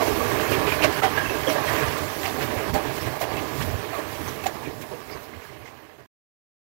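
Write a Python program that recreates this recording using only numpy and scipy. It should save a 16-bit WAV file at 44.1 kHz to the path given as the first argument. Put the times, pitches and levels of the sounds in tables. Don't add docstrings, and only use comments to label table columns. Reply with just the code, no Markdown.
import sys
import numpy as np
from scipy import signal
from scipy.fft import rfft, irfft
from scipy.io import wavfile
from scipy.ndimage import uniform_filter1d

SR = 44100
rng = np.random.default_rng(int(sys.argv[2]) if len(sys.argv) > 2 else 0)


def store_wav(level_fs):
    pcm = np.round(np.clip(np.atleast_2d(level_fs), -1, 1) * 32767)
    wavfile.write(sys.argv[1], SR, pcm.T.astype(np.int16))


N = 295470
T = np.arange(N) / SR
FADE = np.clip(1 - T / 6.25, .01, 1)

# start in [s], peak in [dB], ringing pitch in [Hz], treble in [dB].
JOINTS = [(0.393, -22.5, 423, -3.5), (0.513, -15.5, 386, -13), (0.672, -15, 420, -15),
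          (0.72, -15, 610, -13), (0.829, -11, 656, -8), (0.889, -37, 754, -5), (1.027, -15, 420, -6),
          (1.166, -23, 652, -7), (1.372, -50, 575, -11), (1.482, -20, 640, -5), (1.67, -28.5, 610, -4),
          (2.238, -23.5, 790, 1), (2.41, -23.5, 414, -4.5), (2.735, -22, 403, -10),
          (2.755, -14.5, 820, -25), (2.964, -23, 454, -12), (3.214, -16.5, 640, -12),
          (3.373, -34.5, 520, 3), (3.559, -49, 610, 4), (3.605, -27.5, 420, -1), (4.259, -23.5, 363, -20),
          (4.439, -26, 780, -12), (4.459, -19, 780, -23), (4.807, -41, 286, 0), (5.081, -27.5, 428, -22),
          (5.413, -54, 396, 3), (5.662, -44, 684, -2), (5.985, -38, 425, -16.5)]
# start in [s], peak in [dB], ringing pitch in [Hz],
# treble in [dB].
SLACK = [(0.004, -20, 420, -17), (0.069, -16.5, 310, -26), (0.202, -21, 313, -27),
         (0.614, -24.5, 595, -32.5), (0.966, -23.5, 310, -25), (1.558, -14.5, 608, -26),
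         (1.803, -34, 1094, -12), (2.27, -18, 707, -14), (2.511, -33, 357, -14), (2.588, -26, 720, -27),
         (2.86, -20.5, 325, -14.5), (3.058, -24.5, 602, -10.5), (3.104, -37, 577, -27),
         (3.315, -18.5, 328, -17), (3.788, -29, 406, -35), (3.933, -20, 685, -33), (3.985, -22, 610, -28),
         (4.546, -18, 310, -30), (4.622, -27, 900, -12), (4.668, -20.5, 276, -22), (4.915, -25.5, 380, -20),
         (4.991, -30.5, 387, -32), (5.15, -26.5, 390, -18), (5.259, -49, 660, -24), (5.329, -30, 265, -25),
         (5.603, -40, 760, -33), (5.887, -41.5, 408, -29)]
# frequency in [Hz], strength in [dB].
CRACK = [(1000, -40), (2000, 11.5), (3000, 8), (4500, 0.5), (8000, -6.5), (13000, -17.5), (16500, -18.5)]


def gain_of(db):
    return 10 ** (np.asarray(db) / 20)


def evened(x):
    return x / np.sqrt(np.mean(x ** 2) + 1e-20)


def colour(x, points):
    f, db = np.transpose(points)
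    hz = np.fft.rfftfreq(len(x), 1 / SR)
    curve_db = np.interp(np.log(hz + 1), np.log(f + 1), db)
    return irfft(rfft(x) * gain_of(curve_db), len(x))


def resonate(x, hz, width):
    r = np.exp(-np.pi * width / SR)
    return signal.lfilter([1 - r, 0, r - 1], [1, -2 * r * np.cos(2 * np.pi * hz / SR), r * r], x)


def patchy(patch_db, bins, frames, size=512):
    a, b, patches = rng.standard_normal((N // (size // 4) + 5, size // 2 + 1, 3)).T
    patches = uniform_filter1d(patches, int(bins), 0)
    patches = evened(uniform_filter1d(patches, int(frames), 1))
    z = (a + 1j * b) * gain_of(patch_db * patches)
    return evened(signal.istft(z, nperseg=size, noverlap=size - size // 4)[1][:N])


def taps(per_s, spread_db):
    size = gain_of(spread_db * np.minimum(rng.exponential(1, N), 4))
    sign = rng.choice([-1, 1], N)
    return evened(size * sign * (rng.random(N) < per_s / SR))


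def swell(count, rise):
    u = np.linspace(0, 1, count)
    return np.sin(np.pi * u ** rise) ** 2


def humps(rows):
    return sum(db * np.exp(-((T - s) / half) ** 2) for s, half, db in rows)


def add(mix, s, sound):
    part = mix[max(round(s * SR), 0):][:len(sound)]
    part += sound[:len(part)]


def level(db, roll, leak, load=0):
    # time in [s], rolling level in [dB], steam leak in [dB], wheel load in [dB].
    ride = [(0.0, -26, 0.5, 2), (0.18, -28.5, 0.5, 0), (0.33, -27, 0.5, -1.5), (0.87, -25.5, -2, -1),
            (1.33, -28.5, -0.5, -3), (1.6, -27, -2, 1), (1.8, -23, 1.5, -4), (1.97, -28.5, 1, -0.5),
            (2.25, -34.5, -0.5, 0), (2.48, -29.5, 0, 1), (3.04, -33, -1, -1), (3.45, -33.5, 0, 2),
            (3.7, -34, 1.5, -1.5), (4.0, -33.5, -2, -1.5), (4.45, -36, -0.5, 1.5), (4.63, -43.5, 1.5, 2.5),
            (5.4, -42.5, -1.5, -3), (5.9, -49, -1, -0.5)]
    usual_roll_db = -30
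    s, roll_db, leak_db, load_db = np.transpose(ride)
    swing_db = roll_db - 20 * np.log10(np.interp(s, T, FADE)) - usual_roll_db
    return FADE * gain_of(db + np.interp(T, s, roll * swing_db + leak * leak_db + load * load_db))


def jolt(treble, db, length_s, early_s):
    out, hump = np.ones(N), swell(int(length_s * SR), 0.64)
    for s, peak_db, hz, treble_db in JOINTS + SLACK:
        add(out, s - early_s, gain_of(db + peak_db + treble * treble_db) / FADE[round(s * SR)] * hump)
    return out


def wheels():
    # frequency in [Hz], strength in [dB per Hz].
    roar = [(100, -39.5), (170, -10), (220, -8.5), (297, 6.5), (451, 0.5), (524, 2), (595, 7), (699, 6.5),
            (1080, 2.5), (1400, -14.5), (2200, -4), (2860, -39.5), (4840, -120)]
    # pitch in [Hz], width in [Hz], strength in [dB].
    resonances = [(97, 7.1, -12.5), (310, 48, -5.5), (420, 68, 1.5), (600.5, 37, -7.5), (770, 6.4, -11),
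                  (1147, 34, -8.5), (1653, 65, -14)]
    rough = patchy(2.2, 7.4, 20) + 0.45 * taps(600, 4.3)
    hop = 441
    drift = uniform_filter1d(rng.standard_normal((len(resonances), N // hop + 2)), size=9, axis=1)
    rings = np.zeros(N)
    for (hz, width, db), d in zip(resonances, drift):
        swelling = gain_of(2.1 * np.interp(T, np.arange(len(d)) * hop / SR, evened(d)))
        rings += gain_of(db) * evened(resonate(rough, hz, width) * swelling)
    rolling = evened(evened(colour(rough, roar)) + 0.65 * rings)
    shaken = jolt(treble=0.22, db=9.5, length_s=0.085, early_s=.01)
    return level(-31, roll=0.64, leak=0, load=0.93) * shaken * rolling


def rods():
    # frequency in [Hz], strength in [dB per Hz].
    rattle = [(590, -25.5), (1000, 4.5), (1110, 0), (1400, -0.5), (1710, 1.5), (2660, -1.5), (3100, -5.5),
              (3550, -11.5), (4160, -15.5), (7000, -22), (9100, -54.5), (15400, -120)]
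    blur = rng.standard_normal(900) * np.exp(-np.arange(900) / 150)
    impacts = evened(signal.oaconvolve(taps(250, 1.97), blur)[:N])
    shake = patchy(1.8, 12, 10) + 0.6 * impacts
    shaken = jolt(treble=0.99, db=22.5, length_s=.055, early_s=0.0058)
    return level(-37, roll=0.92, leak=.1) * shaken * evened(colour(shake, rattle))


def steam():
    # frequency in [Hz], strength in [dB per Hz].
    hiss_spectrum = [(2060, -25.5), (3500, 0.5), (4530, 0.5), (9000, -6.5), (13700, 0.5), (14800, -2.5),
                     (16000, -2.5), (17500, -29.5)]
    # peak time in [s], rise and fall time in [s], lift above the steady hiss in [dB].
    puffs = [(.08, 0.026, 1.5), (.53, 0.034, 3.5), (.73, 0.035, 3.5), (.843, 0.018, 8.5), (.97, 0.046, 3),
             (1.047, 0.016, 4), (1.51, 0.04, 7), (1.7, 0.089, 3.5), (1.98, 0.0062, 3), (2.255, 0.067, 5),
             (2.43, 0.035, 4), (2.75, 0.022, 6), (2.96, 0.033, 4.5), (3.03, 0.017, 5), (3.075, 0.019, 3.5),
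             (3.22, 0.022, 8.5), (3.615, 0.055, 5), (3.98, 0.046, 3.5), (4.13, 0.065, 5),
             (4.283, 0.079, 6.5), (4.443, .015, 4.5), (4.47, 0.018, 10), (4.56, 0.019, 0),
             (4.822, 0.012, 6.5), (5.11, 0.057, 2.5), (5.24, .025, 6.5), (5.46, .04, 4), (5.7, 0.021, 2),
             (6.0, 0.046, 2)]
    spurt = level(-39.5, roll=0.14, leak=1) * gain_of(humps(puffs))
    return spurt * evened(colour(patchy(2.2, 9.1, 11) + 0.45 * taps(1400, 4), hiss_spectrum))


def frame():
    # frequency in [Hz], strength in [dB per Hz].
    rumble = [(12, -45), (28, -21), (70, -0.5), (140, 1.5), (182, -10.5), (260, -3), (340, -36.5),
              (570, -120)]
    # centre in [s], length in [s], lift above the steady rumble in [dB].
    lurches = [(0.134, 0.16, 5.5), (0.415, 0.03, 4), (0.61, 0.15, 6.5), (0.8, 0.18, 4.5),
               (1.198, 0.13, 0.5), (1.52, 0.086, -0.5), (1.83, 0.25, 7), (2.49, 0.28, 5.5),
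               (2.731, 0.096, 11), (2.88, 0.037, 9), (3.05, 0.097, 7.5), (3.386, 0.17, 5),
               (3.678, 0.27, 10.5), (4.255, 0.29, 6.5), (4.664, 0.38, 7.5), (4.933, 0.047, 8),
               (5.157, 0.14, 7), (5.35, 0.071, 6), (5.606, 0.44, 4.5), (6.03, 0.16, 9)]
    lurch_db = humps([(s, length / 2, db) for s, length, db in lurches])
    shaking = evened(colour(patchy(2.3, 3.6, 6.2, size=2048), rumble))
    return FADE * gain_of(-37 + lurch_db) * shaking


def knocks():
    # frequency in [Hz], strength in [dB per Hz].
    blow = [(60, 5), (200, 8.5), (500, 6), (1200, 5.5), (2000, -7), (3500, -23)]
    out = np.zeros(N)
    blows = [(*row, .05, 0.77) for row in JOINTS] + [(*row, .046, 0.85) for row in SLACK]
    for s, db, hz, treble_db, length, ring in blows:
        noise = rng.standard_normal((4, 8192))
        count = int(length * SR)
        body = evened(colour(noise[0], blow))
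        tone = resonate(noise[1], hz, 34)
        grit = gain_of(1.6 * evened(uniform_filter1d(noise[3], 90)))
        crack = gain_of(treble_db - 1.0) * evened(colour(noise[2] * grit, CRACK))
        add(out, s - .004, gain_of(db - 7.5) * swell(count, 0.39) * (1 - ring) * body[-count:])
        add(out, s - .002, gain_of(db - 9.0) * swell(count, .9) ** 1.9 * crack[-count:])
        count = int(1.1 * count)
        add(out, s - .003, gain_of(db - 13.5) * swell(count, 0.37) * ring * evened(tone[-count:]))
    return out


def clinks():
    # start in [s], length in [s], pitch in [Hz], level in [dB].
    clanks = [(.195, 0.049, 1137, -31.5), (0.283, 0.087, 1130, -37), (.51, 0.083, 380, -30),
              (.74, 0.037, 1158, -36.5), (0.845, 0.028, 621, -20.5), (.838, 0.022, 1103, -28.5),
              (1.052, 0.024, 760, -25), (1.024, 0.02, 780, -30), (1.47, 0.032, 526, -27.5),
              (1.49, 0.05, 625, -27), (2.733, .05, 62, -31.5), (2.749, 0.037, 611, -26.5),
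              (2.75, 0.03, 786, -27), (3.216, 0.033, 699, -34.5), (3.936, 0.081, 1120, -37),
              (4.462, 0.028, 783, -30.5), (4.461, 0.018, 610, -30), (4.206, 0.026, 293, -36)]
    # start in [s], length in [s], pitch in [Hz], width in [Hz], level in [dB].
    chatter = [(0.519, 0.056, 2440, 600, -30.5), (0.667, 0.069, 2450, 604, -31),
               (0.821, 0.02, 2600, 500, -28), (1.15, 0.12, 1660, 60, -34), (0.71, 0.038, 2330, 500, -32),
               (0.162, 0.052, 340, 60, -28.5), (1.676, 0.063, 1870, 80, -34.5),
               (3.357, 0.051, 2680, 69, -40), (4.28, 0.028, 6050, 600, -43),
               (1.045, 0.059, 3100, 199, -38.5), (4.649, 0.035, 2400, 350, -44),
               (4.82, 0.026, 2300, 250, -46), (5.082, 0.11, 2140, 400, -48.5),
               (5.108, 0.062, 4800, 810, -49), (5.334, 0.022, 2040, 300, -52), (5.412, .03, 2170, 350, -50),
               (5.64, 0.09, 5500, 2500, -59)]
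    out = np.zeros(N)
    heavy = [(s, length, hz, 0.038 * hz, db, .3) for s, length, hz, db in clanks]
    light = [(*row, 3.5) for row in chatter]
    for s, length, hz, width, db, broken_db in heavy + light:
        hump = np.sqrt(swell(int(length * SR), 0.72))
        noise = rng.standard_normal((2, 12000))
        tone = resonate(resonate(noise[0], hz, width), hz, 2 * width)
        tone = tone / abs(signal.hilbert(tone)) ** .6
        tone = tone * gain_of(broken_db * evened(uniform_filter1d(noise[1], 200)))
        add(out, s - .004, gain_of(db) * hump * evened(tone[-len(hump) - 500:-500]))
    return out


def ticks():
    # time in [s], peak in [dB].
    contacts = [(0.517, -30), (0.6687, -18), (0.833, -14.5), (0.8388, -9), (0.845, -13), (0.8934, -27.5),
                (0.925, -17.5), (1.0328, -16.5), (1.039, -20.5), (1.1654, -23), (1.298, -29), (1.3526, -32),
                (1.373, -23.5), (1.4354, -22), (1.674, -29.5), (1.796, -28.5), (1.8836, -19), (1.926, -20),
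                (2.2327, -16), (2.7405, -22), (2.748, -36), (3.1927, -25), (3.217, -23), (3.3686, -21),
                (3.609, -26), (3.625, -22), (4.4398, -23), (4.46, -24), (4.467, -15)]
    out, t = np.zeros(N), np.arange(600) / SR
    for s, db in contacts:
        snap = evened(colour(rng.standard_normal(2048), CRACK))[:600]
        add(out, s - .001, gain_of(db - 10.0 - 60 * t / 0.027) * np.minimum(t / 0.001, 1) * snap)
    return out


def pings():
    # time in [s], peak in
    # [dB], # pitch in [Hz], time to fall 60 dB in [s].
    bounces = [(1.150, -29.5, 1650, .06), (1.161, -30, 1620, 0.055), (1.174, -18.5, 1658, 0.09),
               (1.189, -25.5, 1630, 0.07), (1.2, -25, 1610, 0.07), (1.209, -24, 1690, 0.065),
               (1.216, -24, 1715, .07), (1.228, -29.5, 1690, 0.06), (1.242, -26, 1690, .06),
               (1.255, -24, 1623, .06), (1.346, -27, 1620, .07), (1.372, -27, 1608, .04),
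               (1.214, -31, 2800, .04), (1.256, -29, 2654, .07), (1.295, -28, 2630, .06),
               (1.317, -32, 2655, .05), (1.329, -34, 2590, .05), (1.351, -34, 2640, .05),
               (1.469, -32.5, 3200, .1), (1.474, -30, 3100, .06), (1.487, -34, 2900, .09),
               (1.477, -42, 5750, .1), (1.492, -35.5, 5890, .1), (1.477, -23, 290, 0.217),
               (1.453, -30.5, 2050, 0.059), (.838, -20.5, 2700, 0.055), (.839, -35.5, 12600, .03),
               (.824, -30, 2700, 0.06), (.99, -32.5, 2900, .06), (1.018, -22, 1320, .08),
               (1.021, -19, 570, .08), (1.034, -11.5, 768, .1), (3.202, -42, 6800, 0.1),
               (3.202, -46, 10300, 0.092), (3.202, -44, 6100, .08), (4.439, -29, 2600, 0.032),
               (4.46, -40, 7400, .04), (4.468, -35, 6800, .06), (4.468, -42, 8300, 0.037),
               (2.755, -24, 900, 0.095), (2.741, -19, 260, .07), (.8385, -21, 2300, 0.055),
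               (.846, -21.5, 1500, .05), (4.46, -23, 710, 0.073), (1.5, -29, 2500, .06),
               (1.469, -26, 470, .12), (1.25, -29, 1140, .12), (4.928, -30, 480, 0.14),
               (5.488, -46, 410, .4), (5.655, -43, 2100, .1)]
    # time in [s], peak in [dB], # pitch in [Hz],
    # time to fall 60 dB in [s].
    more_bounces = [(0.001, -21, 680, .2), (.565, -22, 470, .1), (.855, -19, 420, .1), (1.027, -27, 2600, .07),
                    (1.037, -26, 1430, .05), (1.474, -20, 586, .08), (1.470, -33, 3400, .08),
                    (1.499, -22, 690, .06), (1.513, -22, 720, .08), (1.484, -31, 2120, .1),
                    (1.498, -38, 5800, .06), (1.272, -37, 3140, .05), (1.172, -32, 2010, .06),
                    (2.746, -18, 300, .05), (2.741, -26, 600, .04), (3.215, -24, 900, .04),
                    (3.221, -24, 520, .06), (4.462, -24, 790, .06), (4.626, -33, 1000, .05),
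                    (4.628, -38, 1700, .06), (4.675, -41, 2300, .05), (5.39, -47, 2050, .06),
                    (5.494, -46, 2050, .1), (5.532, -47, 2250, .06), (5.592, -50, 2200, .07),
                    (5.677, -43, 2000, .06), (5.678, -48, 2750, .05), (5.372, -44, 1100, .05),
                    (5.336, -43, 2050, .06), (5.656, -46, 2050, .05), (4.65, -38, 2450, .06),
                    (4.826, -40, 2350, .05), (4.552, -27, 340, .07), (1.213, -25, 1700, .08),
                    (1.296, -31, 2660, .08), (1.471, -35, 3300, .12), (1.488, -37, 5950, .09),
                    (2.59, -29, 720, .08), (1.672, -30, 1900, .07), (1.7, -30, 1720, .1), (.345, -25, 280, .12),
                    (.832, -22, 2500, .04), (1.125, -28, 1170, .08), (2.741, -17, 170, .08),
                    (2.768, -25, 800, .12), (3.21, -25, 640, .05), (1.316, -34, 2620, .1),
                    (.695, -29, 2700, .08), (.53, -30, 2750, .08)]
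    # pitch in [Hz], level in [dB], time to fall 60 dB in [s].
    pin_tones = [(4480, -2.5, 0.1), (5660, -3.5, 0.066), (7040, -4.5, .08), (8010, -4.5, 0.043),
                 (11000, -5.5, .04), (12000, -1, .04), (13200, -4, .06), (14700, 0, .04)]
    # time in [s], peak in [dB].
    pin_hits = [
        (2.7403, -35),
        (4.4405, -49),
        (4.4685, -47),
    ]
    out, t = np.zeros(N), np.arange(6000) / SR
    pin = [(s, db + tone_db, hz, t60) for s, db in pin_hits for hz, tone_db, t60 in pin_tones]
    rows = bounces + pin + more_bounces
    for (s, db, hz, t60), (a, b, apart) in zip(rows, rng.random((len(rows), 3))):
        twin_hz = hz + (2 * apart - 1) * 90
        tone = np.sin(2 * np.pi * (hz * t + a)) + .3 * np.sin(2 * np.pi * (twin_hz * t + b))
        onset = 1 - np.exp(-t * hz / 3.0)
        add(out, s, gain_of(db - 60 * t / t60) * onset * tone)
    return out


def circuit():
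    # frequency in [Hz], strength in [dB per Hz].
    hiss_spectrum = [(20, -4), (120, 0), (400, -9), (1400, -17), (3000, -22), (5900, -25), (6300, -19),
                     (10500, -24), (12000, -22), (16000, -24)]
    return gain_of(-75.5) * FADE * evened(colour(rng.standard_normal(N), hiss_spectrum))


def scene():
    # centre in [s], length in [s], how much quieter in [dB].
    gaps = [
        (1.015, .016, 11),
        (2.726, .026, 9),
        (3.193, .024, 7),
        (4.453, .01, 7),
    ]
    quieter_db = humps([(s, length / 2, db) for s, length, db in gaps])
    rolling = (wheels() + rods()) / gain_of(quieter_db)
    leaking = steam() / gain_of(.6 * quieter_db)
    engine = rolling + leaking + frame() + knocks() + clinks() + ticks() + pings()
    return np.array([circuit(), 2 * engine])


def camera_rounding(x):
    # frequency in [Hz], step as a share of the local rms in [ratio].
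    coarse = [(300, 0.045), (1500, .14), (4700, 0.37), (7000, 0.55), (7700, 0.9), (9200, 1.0),
              (10200, 0.66), (12000, 0.42), (14300, 0.52), (15500, 0.85)]
    # centre in [s], half length in [s], step change in [dB].
    spare = [(.7, .05, -4), (.84, .03, -8), (1.028, .015, -8), (1.53, .04, -5), (1.77, .13, -6),
             (2.24, .06, -5), (2.745, .025, -8), (3.21, .03, -8), (3.45, .2, -5), (4.45, .06, -7),
             (5.5, .08, -5), (6.06, .03, -10)]
    size, grid, top_hz, uneven_db = 1024, 746, 15790, 6.5
    n, k = np.arange(2 * size), np.arange(size)
    window = np.sin(np.pi * (n[:, None] + .5) / (2 * size))
    basis = np.cos(np.pi / size * np.outer(n + .5 + size / 2, k + .5)) * window * np.sqrt(2 / size)
    count, lead = N // size + 3, size - grid % size
    blocks = np.pad(x, (lead, count * size - N - lead)).reshape(count, size)
    terms = np.hstack([blocks[:-1], blocks[1:]]) @ basis
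    hz = (k + .5) * SR / (2 * size)
    power = uniform_filter1d(terms ** 2, size=120, axis=1)
    local = np.sqrt(abs(uniform_filter1d(power, size=35, axis=0)))
    uneven = evened(uniform_filter1d(rng.standard_normal((count - 1, size // 4)), size=4, axis=0))
    uneven = np.repeat(uneven, 4, axis=1)
    spare_db = humps(spare)[np.clip(np.arange(1, count) * size - lead, 0, N - 1)]
    step = np.interp(hz, *np.transpose(coarse)) * local
    step = step * gain_of(uneven_db * uneven + spare_db[:, None]) + 1e-9
    terms = np.sign(terms) * np.floor(abs(terms) / step + .42) * step * (hz < top_hz)
    halves = terms @ basis.T
    joined = np.pad(halves[:, :size], ((0, 1), (0, 0))) + np.pad(halves[:, size:], ((1, 0), (0, 0)))
    return joined.ravel()[lead:lead + N]


def band_limit(x):
    return signal.sosfilt(signal.butter(12, 16590, fs=SR, output="sos"), x)


def record(dry):
    ceiling, cut_s, tail_s = 1.3, 6.063, .012
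    rounded = ceiling * np.tanh(dry / ceiling)
    stored = np.array([camera_rounding(x * (T < cut_s)) for x in rounded])
    ending = np.clip((cut_s - T) / tail_s + 1, 0, 1)
    return band_limit(stored * ending)


dry = scene()
out = record(dry)
store_wav(out)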